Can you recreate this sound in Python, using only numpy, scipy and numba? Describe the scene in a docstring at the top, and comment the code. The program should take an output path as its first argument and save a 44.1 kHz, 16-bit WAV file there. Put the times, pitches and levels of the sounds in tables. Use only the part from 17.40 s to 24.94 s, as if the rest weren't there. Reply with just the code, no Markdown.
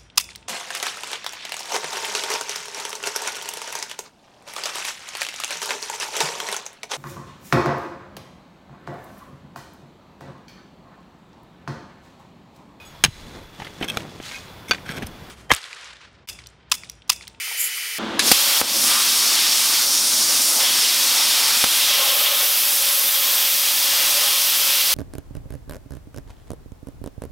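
"""Plasma torch in a workshop

A valve clacks and lets air blow through the torch; a pilot arc strikes and drops out; later the arc cuts steel.
The jet is noise in resonant bands, the arc is pressure steps with crackle, the valve is struck ringing modes.
Table top and floor return early echoes, the room a noise tail. Fan noise, hum and tones lie beneath; in the
first moment the hum and tones run nine times as fast, with scraping and soft knocks. A gain control holds the
level and sinks the fan under the torch. Both channels carry the sound of one microphone."""
import sys
import numpy as np
from scipy import signal
from scipy.fft import rfft, irfft, next_fast_len
from scipy.io import wavfile
from scipy.ndimage import uniform_filter1d
from numba import njit

SR = 44100
rng = np.random.default_rng(int(sys.argv[2]) if len(sys.argv) > 2 else 0)


def log_audio(samples):
    """Write samples as a 16-bit WAV file to the path given in sys.argv[1]."""
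    # one column per channel
    frames = np.atleast_2d(samples).T
    # limit to full scale, then quantise
    limited = np.clip(frames, -1, 1)
    pcm = np.round(limited * 32767).astype(np.int16)
    wavfile.write(sys.argv[1], SR, pcm)


N = 332514
VALVE_S, PILOT_ON_S, PILOT_OFF_S = .7925, .9155, 1.2146


def undb(db):
    """Level in dB to amplitude ratio: 20 dB is a factor of ten."""
    return 10 ** (np.asarray(db) / 20)


def unit(x):
    """Normalise the mean power, giving rms 1."""
    return x / np.sqrt(np.mean(x ** 2))


def curve(rows):
    """Linear interpolation of a table's columns over time, one value per sample."""
    s, *columns = np.transpose(rows)
    return [np.interp(np.arange(N) / SR, s, c) for c in columns]


@njit
def svf(x, hz, width_hz):
    """Second-order resonance: a state-variable band-pass whose centre may move."""
    y, b, l = np.empty(len(x)), 0., 0.
    for i in range(len(x)):
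        g, k = np.tan(np.pi * hz[i] / SR), width_hz / hz[i]
        v = (b + g * (x[i] - l)) / (1 + g * (g + k))
        b, l, y[i] = 2 * v - b, l + 2 * g * v, k * v
    return y


def band(hz, width_hz):
    """Resonant filtering of white noise: the same resonance twice in series, rms 1."""
    hz = np.clip(hz * np.ones(N), 50, .45 * SR)
    once = svf(rng.standard_normal(N), hz, 1. * width_hz)
    return unit(svf(once, hz, 1. * width_hz))


def coloured(points):
    """Spectral shaping: white noise weighted by a curve through (f, level) points, rms 1."""
    hz, db = np.transpose(points)
    size = next_fast_len(N)
    bin_hz = np.arange(size // 2 + 1) * SR / size
    shape = undb(np.interp(np.log(bin_hz + 1), np.log(hz), db))
    return unit(irfft(rfft(rng.standard_normal(size)) * shape, size)[:N])


def walk(rate):
    """Slow random modulation: normal values held 1 / rate s, smoothed by two running means."""
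    k = int(SR / rate)
    held = np.repeat(rng.standard_normal(N // k + 1), k)
    return uniform_filter1d(uniform_filter1d(held, k), k)[:N]


def jet():
    """Turbulent jet noise: hiss and flickering bands that change as the jet meets the plate and cuts it."""
    # how the torch is held: t/s, jet on the plate (0-1), arc biting into steel (0-1),
    # hollow sound under the table/dB re the hiss, sizzle/dB, splash/dB
    torch_path = [(.9, 0.4, 0.06, -23, 0, -0.5), (.92, .8, 0.1, -20, 1.5, 0.5),
                  (1.21, 0.82, .25, -18, 2.5, -1), (1.23, 0.8, 0.1, -17, -2, 0.5),
                  (1.43, 0.12, 0.03, -23, 2, 0), (1.52, 0.84, 0, -24, -1, 2),
                  (1.72, 0.55, 0, -35, 0.5, 0.5), (2.0, 0.68, 0.12, -35, -1, 0),
                  (2.42, 0.51, 0.14, -36, 0, 0), (2.47, 0.08, 0, -21, 3, 1.5),
                  (2.85, 0.02, 0.08, -27, -1, 0), (3.18, .01, 0.1, -24.5, 1.5, -1),
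                  (3.21, 0.6, 0, -17, 1, 0.5), (3.3, 0.7, .02, -23, 0, 0), (3.5, 0.57, 0.07, -31, 0, 1.5),
                  (3.88, 0.8, 0.18, -17, -2.5, 0), (4.22, 0.83, 0.22, -36, -1.5, -0.5),
                  (4.4, 1, 0.37, -29, -0.5, -1.5), (4.5, .95, 0.45, -16, -1, 0), (4.6, 1, 0.5, -6, 1, 1),
                  (4.68, .9, 0.58, -6.5, 0.5, 0.5), (4.75, 0.75, 0.62, -9, 2.5, 1),
                  (4.87, 0.9, 0.7, -5.5, 0, 0.5), (4.97, 0.8, 0.67, -9.5, 1.5, -0.5),
                  (5.1, 0.6, 0.77, -14, 2, 1), (5.2, 0.43, 0.86, -19, 2.5, 1.5),
                  (5.35, 0.38, 1, -17, 0, -0.5), (5.45, 0.54, 0.8, -12, 0, 0.5),
                  (5.78, 0.5, .95, -15.5, 2, -0.5), (5.9, .6, 0.9, -13, -1, 0),
                  (6.06, 0.46, 1, -15, 3.5, 0.5), (6.22, 0.45, 1, -20, 0, 0),
                  (6.55, 0.7, 0.7, -15.5, -1.5, -1), (6.9, 0.77, 0.75, -13, -0.5, -1),
                  (7.05, 0.56, 0.68, -18.5, 0.5, 0), (7.35, 0.46, .78, -17, 1, 0),
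                  (7.54, 0.56, 0.9, -18, -2, -0.5)]
    # roar, splash, overtone, sizzle: f/Hz, width/Hz, flicker scale/dB, flicker rate/(1/s),
    # level in free air/dB, added on the plate/dB, added by the cut/dB
    jet_bands = [(1190, 2200, 1.5, 12, -27, 10, 8), (3066, 3370, 1.4, 12, -20.5, 13, 10.5),
                 (8900, 7500, 1.5, 9.3, -13.5, 4.5, 6.5), (13240, 12800, 1, 10, -17, 6, 15)]
    # resonances of the hollow under the table: f/Hz, width/Hz, level/dB
    hollow_modes = [(566.6, 104, 1.5), (815, 60, -6), (1075, 120, -0.5), (1267, 50, -4)]
    # growls and spits as the jet crosses the plate edge: t/s, level/dB re the hiss, f/Hz, length/s
    edge_crossings = [(1.56, -10, 1250, 0.076), (3.19, -11, 800, 0.084), (3.29, -6, 3300, .07),
                      (3.45, -3, 3100, .015), (3.803, -18, 950, 0.052)]
    plate, bite, hollow_db, sizzle_db, splash_db = curve(torch_path)
    t = np.arange(N) / SR
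    pilot = (t > PILOT_ON_S) & (t < PILOT_OFF_S)

    hiss_db = -10 + 4 * plate + 5 * bite
    hiss_hz = 5346 - 400 * plate  # the centre sinks on the plate
    pilot_hiss_db = 1  # the pilot arc sharpens the hiss
    out = band(hiss_hz, 3440) * undb(hiss_db + pilot_hiss_db * pilot + .98 * walk(10))

    drift = .015 * walk(3)  # shared by the four bands
    own_levels_db = [0, splash_db, 0, sizzle_db]
    for row, own_db in zip(jet_bands, own_levels_db):
        hz, width_hz, flicker_db, rate, db, plate_db, cut_db = row
        level_db = db + own_db + plate_db * plate + cut_db * bite
        out = out + band(hz * (1 + drift), width_hz) * undb(level_db + flicker_db * walk(rate))

    hollow = unit(sum(undb(db) * band(hz, w) for hz, w, db in hollow_modes))
    out = out + hollow * undb(hiss_db + hollow_db + 1.5 * walk(12))
    for s, db, hz, length_s in edge_crossings:
        envelope = np.exp(-((t - s) / length_s) ** 2)
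        out = out + band(hz, 940) * undb(hiss_db + db) * envelope

    # breathy nozzle whistle re the hiss: weaker on the plate and in the cut
    whistle_db = -8.5 - 22 * plate - 15 * bite
    out = out + band(9370, 860) * undb(hiss_db + whistle_db)
    return flow() * out


def flow():
    """Source strength of the jet: air builds up after the valve, the pilot arc adds to it."""
    rise_s, low_db, swell_s, pilot_db = .078, -7, .27, 7
    t = np.arange(N) / SR
    rise = 1 - np.exp(-(np.maximum(t - VALVE_S, 0) / rise_s) ** 2)
    # held low until the pilot arc has gone out, then swelling to full
    held_db = low_db * np.exp(-(np.maximum(t - PILOT_OFF_S, 0) / swell_s) ** 2)
    pilot = (t > PILOT_ON_S) & (t < PILOT_OFF_S)
    return rise * undb(held_db + pilot_db * pilot)


def resonant_air(air):
    """Resonant colouration: band-passed copies of the jet join it, each surging by itself."""
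    # f/Hz, width/Hz, added gain while air blows, added gain while the arc cuts
    resonances = [(884, 27, 0.92, 0.58), (1162, 55, 0.94, 0.15), (1375, 41, 0.63, 0.29),
                  (2260, 470, -0.0059, -0.066), (2660, 56, -0.14, 0.21), (3260, 290, 0.29, 0.52),
                  (3600, 210, 0.35, 0.21), (4370, 150, 0.22, -0.13), (5400, 230, 0.23, -0.017),
                  (7100, 280, 0.078, -0.22), (9650, 440, 0.25, -0.26), (10880, 640, 0.25, 0.61),
                  (13100, 1000, 0.000078, 0.17)]
    cut_s, surge = 4.24, .6
    wander = 1 + .011 * walk(2)  # the resonances shift as the torch is tilted
    cutting = np.arange(N) / SR > cut_s
    out = air
    for hz, width_hz, blow_gain, cut_gain in resonances:
        gain = np.where(cutting, cut_gain, blow_gain) * (1 + surge * walk(3.98))
        out = out + gain * svf(air, hz * wander, 1. * width_hz)
    return out


def arc():
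    """Thermal expansion: sudden heating gives a pressure step that swings back, and a burst of crackle."""
    # strikes and drop-out: t/s, signed step size, step length/ms, crackle level/dB, crackle length/ms
    arc_events = [(0.9159, -1.3, 0.16, -2, 7.5), (1.21465, 8, 0.05, -3, 1.5), (4.2408, -12, 0.042, 1, 3.5)]
    out = np.zeros(N)
    crackle = unit(band(3760, 3600) + band(10300, 6900) + .5 * band(690, 2100))
    for s, peak, step_ms, crackle_db, crackle_ms in arc_events:
        ms = (np.arange(N) / SR - s) * 1000
        u = np.maximum(ms, 0) / step_ms
        swing_back = .047 * u * np.exp(-u / 9)
        step = np.e * u * np.exp(-u) - swing_back
        burst = (ms > 0) * np.exp(-(np.maximum(ms, 0) / crackle_ms) ** 3)
        out += peak * step + undb(crackle_db) * burst * crackle
    return out


def valve():
    """Impact excitation of modes: the solenoid armature rattles to rest, its housing rings, air puffs out."""
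    # housing modes: f/Hz, level/dB, t60/s
    housing_modes = [(1700, -4, 0.034), (2230, -8, 0.053), (2600, -20, 0.033), (3960, 2, 0.013),
                     (5100, -6, .015), (6400, -8, .012), (7950, -12, .008), (10300, 1, 0.0055),
                     (13200, -13, 0.0034)]
    clack_db, puff_db, puff_s = -8, -13.5, .032
    t = np.maximum(np.arange(N) / SR - VALVE_S, 0)
    ring = 0
    for hz, db, t60 in housing_modes:
        ring = ring + undb(db) * np.sin(2 * np.pi * hz * t) * 1000 ** (-t / t60)
    ms = np.arange(SR // 40) * 1000 / SR
    rattle = .058 * rng.standard_normal(len(ms)) * np.exp(-ms / 6)
    for at_ms, size in [(0, .2), (1.2, 1), (4.5, .28), (9, .22)]:  # impacts
        rattle[int(at_ms * SR / 1000)] += size
    puff = (t > 0) * np.exp(-t / puff_s) * band(3630, 6500)
    clack = signal.fftconvolve(ring, rattle)[:N] * undb(clack_db) + puff * undb(puff_db)
    # too small a source to sound low
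    return signal.sosfilt(signal.butter(3, 1100, "high", fs=SR, output="sos"), clack)


def echoes(torch, strikes):
    """Early reflections: delayed copies dulled in the treble, and one undulled copy of the strikes."""
    # table top, then floor: delay/ms, gain
    reflections = [(.75, 0.02), (3.9, 0.13)]
    dull_hz, strike_gain = 5400, .36
    dull = signal.sosfilt(signal.butter(1, dull_hz, fs=SR, output="sos"), torch)
    out = np.zeros(N)
    for ms, gain in reflections:
        out = out + gain * np.pad(dull, (int(ms * SR / 1000), 0))[:N]
    floor_delay = int(reflections[-1][0] * SR / 1000)
    # the strikes point at the floor
    return out + strike_gain * np.pad(strikes, (floor_delay, 0))[:N]


def room(air, strikes, clack):
    """Diffuse reverberation: convolution with exponentially decaying noise."""
    t60_s, hits_db, jet_db, sway_ms = .19, -9, -12, .1
    # the hand sways, so the jet's path lengths change
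    sway = sway_ms * SR / 1000 * walk(1.506)
    moved = np.interp(np.arange(N) + sway, np.arange(N), air)
    t = np.arange(SR // 2) / SR
    tail = rng.standard_normal(len(t)) * 1000 ** (-t / t60_s) * (t > .006)
    tail = tail / np.sqrt(np.sum(tail ** 2))
    sent = undb(hits_db) * (clack + strikes) + undb(jet_db) * moved
    return signal.fftconvolve(sent, tail)[:N]


def scrape():
    """Friction noise: a roughly flickering resonant sound shaped into short strokes."""
    # strokes: t/s, level/dB, length/ms
    scrape_strokes = [(.178, -27, 5), (.21, -18.5, 21), (.247, -21, 17), (.278, -30, 14), (.375, -32.5, 14)]
    # scraped resonances: f/Hz, width/Hz, level/dB
    scrape_modes = [(7150, 1000, -3.5), (8800, 3400, -5), (11100, 1000, -2), (12600, 4100, 0),
                    (15300, 2000, -10)]
    t = np.arange(N) / SR
    rough = unit(sum(undb(db) * band(hz, w) for hz, w, db in scrape_modes)) * undb(3.2 * walk(247.5))
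    strokes = sum(undb(db) * np.exp(-((t - s) * 1000 / ms) ** 2) for s, db, ms in scrape_strokes)
    return rough * strokes


def knocks():
    """Damped soft impacts: short dull noise bursts, each round one pitch."""
    # t/s, level/dB, f/Hz, length/ms
    soft_knocks = [(.08, -44, 940, 4), (.12, -43, 860, 9.8), (.152, -46, 700, 5), (.235, -53, 600, 10),
                   (.38, -42, 1320, 8)]
    t = np.arange(N) / SR
    out = 0
    for s, db, hz, ms in soft_knocks:
        out = out + undb(db) * band(hz, .5 * hz) * np.exp(-((t - s) * 1000 / ms) ** 2)
    return out


def fan():
    """Broadband flow noise with wavering mains hum and fan tones, first sped up, then at normal speed."""
    # noise spectrum at normal speed: f/Hz, level per Hz/dB
    noise_normal = [(30, -26), (70, -25), (94, -17), (125, -19), (170, -16), (222, -4.5), (270, -7),
                    (310, -8), (400, -14), (545, -12), (780, -15), (1000, -13.5), (1500, -15.5),
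                    (1900, -19), (2300, -22.5), (2700, -21), (3400, -18.5), (4200, -25), (6000, -33),
                    (15500, -57)]
    # noise spectrum when sped up: f/Hz, level per Hz/dB
    noise_fast = [(100, -57), (420, -43), (1150, -32.5), (1300, -23.5), (1700, -22.5), (1950, -13),
                  (2330, -13), (2800, -19), (3200, -18), (3600, -21), (3900, -23), (4300, -19.5),
                  (5000, -17.5), (5500, -20), (5830, -22), (6200, -21), (7700, -26), (9000, -21),
                  (15500, -26)]
    # hum and whirr: f at normal speed/Hz, level re the noise/dB, level re the noise when sped up/dB
    fan_tones = [(49.5, -40, -33), (100, -37, -33), (258.5, -26, -16), (300.2, -24, -19), (331.5, -11, -11),
                 (347.5, -28, -21), (663.2, -18, -21), (789, -30, -21), (994.7, -16, -15),
                 (1262.7, -30, -21), (1359.6, -30, -23), (1498.3, -30, -24)]
    fast_end_s, speed_up, normal_db, fast_db = .585, 9, -28, -28.5
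    fast = np.arange(N) / SR < fast_end_s
    speed = np.where(fast, speed_up, 1) * (1 + .003 * walk(30))
    elapsed = np.cumsum(speed) / SR
    out = np.where(fast, coloured(noise_fast), coloured(noise_normal))
    for hz, tone_db, fast_tone_db in fan_tones:
        tone = np.sqrt(2) * np.sin(2 * np.pi * (hz * elapsed + rng.random()))
        out = out + tone * undb(np.where(fast, fast_tone_db, tone_db) + 2.5 * walk(60))
    return out * undb(np.where(fast, fast_db, normal_db))


def gain_control(x):
    """Feedforward compression: turns down whatever lies above the held level, fast down and slowly up."""
    hold_db, smooth_s, release_s, lag_s = -15.5, .0079, .063, .003
    hop = SR // 500  # one step about every 2 ms
    heard = x + .25 * np.diff(x, prepend=0)  # treble counts a little more
    smooth = 1 - np.exp(-1 / (SR * smooth_s))
    power = signal.lfilter([smooth], [1, smooth - 1], heard ** 2)[::hop]
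    over_db = 10 * np.log10(power + 1e-12) - hold_db
    cut_db, back = [0.], 1 - np.exp(-hop / (SR * release_s))
    for db in np.maximum(over_db, 0):
        share = .5 if db > cut_db[-1] else back
        cut_db.append(cut_db[-1] + (db - cut_db[-1]) * share)
    late_steps = (np.arange(N) - lag_s * SR) / hop  # the control answers late
    return undb(-np.interp(late_steps, np.arange(len(cut_db)), cut_db))


def scene():
    """Superposition: torch, echoes, valve, room tail, fan, scrape and knocks, alike on both channels."""
    strikes, clack = arc(), valve()
    air = resonant_air(jet())
    torch = air + strikes
    near = torch + echoes(torch, strikes) + clack
    mono = near + room(air, strikes, clack) + fan() + scrape() + knocks()
    return np.array([mono, mono])


def record(dry):
    """Band limiting and level control: bass loss below 40 Hz, held level, clipped peaks, top cut away."""
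    top_hz, clip_level = 15800, .95
    x = signal.sosfilt(signal.butter(1, 40, "high", fs=SR, output="sos"), dry)
    top_cut = signal.ellip(12, .3, 60, top_hz, fs=SR, output="sos")
    return signal.sosfilt(top_cut, np.clip(x * gain_control(x[0]), -clip_level, clip_level))


dry = scene()
out = record(dry)
log_audio(out)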